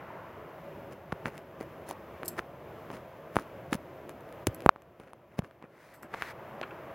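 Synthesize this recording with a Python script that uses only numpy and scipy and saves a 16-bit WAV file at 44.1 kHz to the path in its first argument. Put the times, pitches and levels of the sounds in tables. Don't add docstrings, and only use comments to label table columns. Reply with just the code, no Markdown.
import sys
import numpy as np
from scipy import signal
from scipy.fft import rfft, irfft, next_fast_len
from scipy.io import wavfile
from scipy.ndimage import uniform_filter1d, map_coordinates

SR = 44100
rng = np.random.default_rng(int(sys.argv[2]) if len(sys.argv) > 2 else 0)


def unload_audio(sound):
    columns = np.transpose(np.atleast_2d(sound))
    steps = np.round(np.clip(columns, -1, 1) * 32767)
    wavfile.write(sys.argv[1], SR, steps.astype(np.int16))


N = 306186


def amp(db):
    return 10 ** (np.asarray(db) / 20)


def unit(x):
    return x / np.sqrt(np.mean(x ** 2) + 1e-20)


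def along(points, hz):
    freqs, values = np.transpose(points)
    return np.interp(np.log(hz + 1), np.log(freqs), values)


def curve(rows):
    return np.interp(np.arange(N) / SR, *np.transpose(rows))


def wobble(rate):
    knots = rng.standard_normal(int(N * rate / SR) + 4)
    return map_coordinates(knots, [np.arange(N) * rate / SR])


def filtered(x, response):
    size = next_fast_len(N + SR // 2)
    return irfft(rfft(x, size) * response(np.fft.rfftfreq(size, 1 / SR)), size)[..., :N]


def noise(spectrum):
    return unit(filtered(rng.standard_normal(N), lambda hz: amp(along(spectrum, hz))))


def add(track, start_s, sound):
    part = track[round(start_s * SR):][:len(sound)]
    part += sound[:len(part)]


def ring(hz, rise_s):
    t = np.arange(SR // 12) / SR
    return t / rise_s * np.exp(1 - t / rise_s) * np.sin(2 * np.pi * hz * t)


def resonances(modes, hz):
    response = sum((-1) ** k * amp(db) * pitch * width / (pitch ** 2 - hz ** 2 + 1j * hz * width)
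                   for k, (pitch, width, db) in enumerate(modes))
    return response / np.sqrt(np.mean(abs(response) ** 2))


def bursts(events, modes, grain_db):
    t, force = np.arange(SR // 4) / SR, np.zeros(N)
    for start_s, level_db, t60_s in events:
        add(force, start_s, amp(level_db - 60 * t / t60_s))
    slips = unit(rng.standard_normal(N) * amp(grain_db * wobble(2500)))
    return filtered(force * slips, lambda hz: resonances(modes, hz))


def patchy(x, depth_db=1.75, top_hz=1491):
    hz, _, spectrum = signal.stft(x, SR, nperseg=2048)
    patches = uniform_filter1d(rng.standard_normal(spectrum.shape), size=4, axis=0)
    patches = unit(uniform_filter1d(patches, size=4, axis=1))
    gain = amp(depth_db * patches * (hz < top_hz)[:, None])
    return signal.istft(spectrum * gain, SR, nperseg=2048)[1][:N]


def hiss(level_db=-46.5, waver_db=1.07):
    # freq_hz, gain_db
    cupped_colour = [(25, -16), (70, -2.5), (140, -3), (250, -6.5), (650, -2.5), (820, -12), (1000, -15),
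                     (1600, -18.5), (2400, -22), (3100, -26), (4100, -35.5), (6600, -39.5), (8500, -46),
                     (12500, -35.5)]
    # pitch_hz, width_hz, gain_db
    cup_modes = [(155, 38, -4.5), (346, 44, -1.5), (550, 47, -3.5), (653, 64, -10)]
    # freq_hz, correlation
    likeness = [(1000, 1), (3100, 1), (6800, 0.93), (10000, 1), (15000, 0.99)]
    # freq_hz, gain_db
    open_colour = [(150, -21.5), (500, 2), (1000, 6.5), (1450, -0.5), (2100, -6), (2800, -14.5),
                   (3500, -26), (5000, -35), (8000, -56)]
    # time_s, level_db
    open_level = [(0, -44.5), (.25, -48), (.7, -53.5), (4.4, -54.5), (4.8, -56), (5.65, -55.5), (6.05, -50),
                  (6.94, -49.5)]
    # time_s, gain_db
    seal = [(4.435, -1.5), (4.452, -9.5), (4.468, -8.5), (4.475, -1)]
    hollow = lambda hz: 1 + sum(amp(db) / (1 + (2 * (hz - pitch) / width) ** 2)
                                for pitch, width, db in cup_modes)
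    cupped = np.array([unit(filtered(noise(cupped_colour), hollow)) for _ in range(2)])
    angle = lambda hz: np.arccos(np.clip(along(likeness, hz), -1, 1)) / 2
    spread = lambda hz: np.array([np.cos(angle(hz)), np.sin(angle(hz))])
    mid, side = amp(level_db) * filtered(cupped, spread)
    uncovered = amp(curve(open_level)) * noise(open_colour)
    mid = patchy(mid + uncovered) * amp(waver_db * wobble(4.8))
    return np.array([mid + side, mid - side]) * amp(curve(seal))


def room(x):
    # freq_hz, t60_s
    decay = [(200, .25), (2000, .25), (12000, 0.18)]
    hz, t, spectrum = signal.stft(rng.standard_normal(SR // 2), SR, nperseg=256)
    fade = amp(-60 * t / along(decay, hz)[:, None])
    tail = signal.istft(spectrum * fade, SR, nperseg=256)[1]
    return signal.fftconvolve(x, tail / np.linalg.norm(tail))[:N]


def clacks():
    # start_s, level_db, t60_s
    knocks = [(6.1378, -51, 0.071), (6.222, -33.5, 0.047), (6.6295, -27.5, 0.036), (6.707, -44.5, .05)]
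    # pitch_hz, width_hz, gain_db
    modes = [(880, 97, -2), (1370, 190, 9), (1700, 160, 2), (2260, 170, 4), (2670, 120, 3), (3160, 200, -3),
             (4250, 240, -18)]
    return bursts(knocks, modes, grain_db=-0.5)


def scratches():
    # start_s, level_db, t60_s
    scrapes = [(2.2485, -51, .04), (2.2556, -43, 0.053), (2.28, -29, 0.042), (4.5455, -50.5, 0.035),
               (5.938, -51.5, 0.21), (6.0255, -43, 0.054)]
    # pitch_hz, width_hz, gain_db
    modes = [(4530, 340, -10), (5300, 145, -4.5), (6440, 700, -11.5), (7720, 260, 0.5), (9300, 1400, -7.5),
             (11080, 240, 0), (12730, 380, 1), (14560, 350, -2.5)]
    return bursts(scrapes, modes, grain_db=5.5)


def slides(grain_db=1.5, rise_s=0.14, release_s=0.025):
    # start_s, end_s, level_db
    drags = [(5.669, 5.947, -49.5), (6.075, 6.307, -41.5)]
    # freq_hz, gain_db
    rasp = [(200, -7), (700, -2.5), (1200, 0.5), (2100, 1), (2800, -12), (4500, -17), (8000, -25),
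            (11000, -24.5), (16000, -25.5)]
    level = sum(amp(db) * curve([(start, 0), (start + rise_s, 1), (end, 1), (end + release_s, 0)])
                for start, end, db in drags)
    return level * amp(grain_db * wobble(300)) * noise(rasp)


def rubs(grain_db=5.0, quick_s=0.029, catches_per_s=70, catch_db=3, catch_hz=1660, catch_spread=0.29):
    # middle_s, half_length_s, body_db, treble_db
    strokes = [(0.926, .011, -44.5, -57), (1.274, .023, -38.5, -56.5), (1.361, 0.032, -47, -62.5),
               (1.615, 0.019, -46, -61.5), (1.903, 0.023, -44, -50.5), (2.386, 0.015, -37, -50),
               (2.943, 0.037, -45, -58), (3.385, .04, -45, -57), (3.738, 0.018, -38, -44.5),
               (4.106, 0.014, -47, -60.5), (4.478, .011, -43.5, -51.5), (4.654, 0.016, -51, -62.5),
               (5.02, 0.031, -42, -60.5), (5.086, .023, -43, -63), (5.34, 0.03, -45, -65.5),
               (5.388, 0.0098, -32, -44.5), (5.452, .024, -41.5, -59), (5.638, 0.021, -39.5, -73),
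               (5.87, 0.095, -58, -59.5), (6.047, .02, -40.5, -67), (6.139, 0.0077, -34, -53.5)]
    # freq_hz, gain_db
    skin = [(40, -17), (110, 2.5), (300, 5), (800, -3.5), (1700, -6.5), (2800, -16), (4000, -47),
            (9000, -50.5)]
    # freq_hz, gain_db
    fizz = [(1500, -15), (3500, -0.5), (6500, -1.5), (8200, -7.5), (10200, 0), (13000, -13.5), (16000, 0)]
    t = np.arange(N) / SR
    body, treble, catches = np.zeros((3, N))
    slips = wobble(450)
    for middle_s, half_s, body_db, treble_db in strokes:
        grain = unit(amp(grain_db * min(1, quick_s / half_s) * slips))
        stroke = grain * np.exp(-np.minimum(((t - middle_s) / half_s) ** 2, 20))
        body += amp(body_db) * stroke
        treble += amp(treble_db) * stroke
    rustle = body * noise(skin) + treble * noise(fizz)
    for when, colour in rng.random((int(catches_per_s * N / SR), 2)):
        i = int(when * N)
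        hz = catch_hz * np.exp(catch_spread * (2 * colour - 1))
        add(catches, i / SR, amp(catch_db) * body[i] * ring(hz, rise_s=0.00015))
    return rustle + catches


def puffs(swell_cycles=0.36):
    # start_s, level_db, pitch_hz
    pops = [(1.126, -30, 185), (3.725, -18.5, 280), (3.7488, -25.5, 197), (4.4702, -20, 331.5),
            (4.4788, -21.5, 99), (4.495, -40, 80), (4.665, -28.5, 114), (5.3908, -9, 187),
            (5.426, -27, 130)]
    air = np.zeros(N)
    for start_s, level_db, hz in pops:
        add(air, start_s, amp(level_db) * ring(hz, swell_cycles / hz))
    return air


def shove(t, hz=310, level_db=-7, t60_cycles=2.2, attack_s=0.000088):
    envelope = amp(level_db - 60 * t * hz / t60_cycles) * (1 - np.exp(-t / attack_s))
    return envelope * np.sin(2 * np.pi * hz * t)


def taps(nail_cycles=0.49, pad_cycles=0.14, snap_hz=1860, tick_t60_s=0.0047,
         graze_snap_db=7, graze_tick_db=-0.5):
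    # start_s, level_db, pitch_hz, flesh (0 nail to 1 pad), snap_db, tick_db
    strikes = [(1.1227, -24, 1440, .05, -27, -46), (1.126, -16, 690, 1, -50, -40),
               (1.2575, -15, 1460, 0.59, -50, -44), (1.8909, -33, 730, 0.46, -37, -35),
               (1.9106, -24, 860, 0.045, -26.5, -33), (2.2324, -21, 1150, 0.8, -50, -42),
               (2.3837, -26.5, 1420, 0.11, -44, -53), (2.3892, -23, 905, 0.74, -50, -53),
               (2.3925, -18.5, 1510, .2, -23.5, -45), (2.9028, -26, 780, 0.88, -33.5, -55.5),
               (3.3579, -20, 950, 0.86, -29, -33), (3.3669, -5.5, 840, 0.86, -46, -33.5),
               (3.3877, -20.5, 1180, .1, -34, -51), (3.7296, -16, 1390, 0.53, -19.5, -27),
               (3.732, -36, 1500, .1, -14.5, -24), (3.7448, -22.5, 870, 1, -36, -31.5),
               (4.0939, -35.5, 1200, 0.35, -32, -37.5), (4.4699, -14.5, 650, 1, -13.5, -9.5),
               (4.473, -19, 426, 0.54, -21.5, -26), (4.662, -1.5, 640, 0.99, -42, -27.5),
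               (4.6919, 3, 1083, 0.015, -44, -36), (4.7608, -19.5, 970, 0.58, -50, -57),
               (4.9996, -22, 448, 1, -30, -42), (5.1335, -23.5, 1000, .3, -28.5, -36.5),
               (5.3908, -6, 470, 0.95, -10.5, -21.5), (5.421, -27, 1200, .1, -38, -62),
               (5.446, -27, 1460, .1, -29, -56), (5.511, -35, 1400, .2, -35, -53),
               (5.6254, -25.5, 930, .4, -29, -46), (6.0318, -24.5, 1370, .3, -45, -48),
               (6.139, -22, 1440, .3, -30, -43), (6.1414, -15, 1420, 0.32, -34, -41),
               (6.1455, -19, 925, 0.23, -20.5, -55), (6.2224, -14, 1570, .05, -15, -31),
               (6.6142, -25, 660, 0.069, -21.5, -55)]
    # start_s, level_db
    grazes = [(0.9233, -52), (1.3791, -37.5), (4.2077, -49), (4.2906, -49), (4.3258, -45.5),
              (4.6055, -38.5), (4.6214, -44), (4.8209, -40.5)]
    # freq_hz, gain_db
    tick_colour = [(1500, -33.5), (4000, -11.5), (7000, -0.5), (8500, -6.5), (10200, 4), (16000, -11)]
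    t = np.arange(SR // 12) / SR
    body, ticks = np.zeros((2, N))
    edges = [(start_s, db + graze_snap_db, db + graze_tick_db) for start_s, db in grazes]
    for start_s, level_db, hz, flesh, snap_db, tick_db in strikes:
        rise_cycles = nail_cycles + flesh * (pad_cycles - nail_cycles)
        knock = ring(hz, rise_cycles / hz)
        add(body, start_s, amp(level_db) * (knock + flesh * shove(t)))
        edges.append((start_s, snap_db, tick_db))
    for start_s, snap_db, tick_db in edges:
        add(body, start_s, amp(snap_db) * ring(snap_hz, rise_s=0.0001))
        add(ticks, start_s, amp(tick_db - 60 * t / tick_t60_s) * rng.standard_normal(len(t)))
    return body + filtered(ticks, lambda hz: amp(along(tick_colour, hz)))


def scene():
    background = hiss()
    airborne = scratches() + clacks()
    contact = taps() + puffs() + slides() + rubs()
    reverb = room(amp(-41.5) * contact + amp(-14.5) * airborne)
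    return contact + airborne + reverb + background


def gain_control(x, overload=0.9, duck_db=11, attack_s=0.0027, hold_s=1.184, release_s=0.61):
    t = np.arange(N) / SR
    last_overload_s = np.maximum.accumulate(np.where(abs(x).max(0) > overload, t, -N))
    duck = np.interp(t - last_overload_s, [0, attack_s, hold_s, hold_s + release_s], [0, 1, 1, 0])
    return x * amp(-duck_db * duck)


def record(dry, low_cut_hz=52, top_hz=15900):
    # freq_hz, left_minus_right_db
    balance = [(700, 0.05), (2000, 0.9), (3200, 3), (4400, 7), (6300, 9), (8200, 0.5), (10000, -3.5),
               (13000, -0.5)]
    bass_cut = lambda s: (s * s / (1 + 1.53 * s + s * s)) ** 2
    ports = lambda hz: 2 / (1 + amp(np.array([-along(balance, hz), along(balance, hz)])))
    heard = filtered(dry, lambda hz: bass_cut(1j * hz / low_cut_hz) * ports(hz))
    clipped = np.clip(gain_control(heard), -1, 1)
    return filtered(clipped, lambda hz: hz < top_hz)


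dry = scene()
out = record(dry)
unload_audio(out)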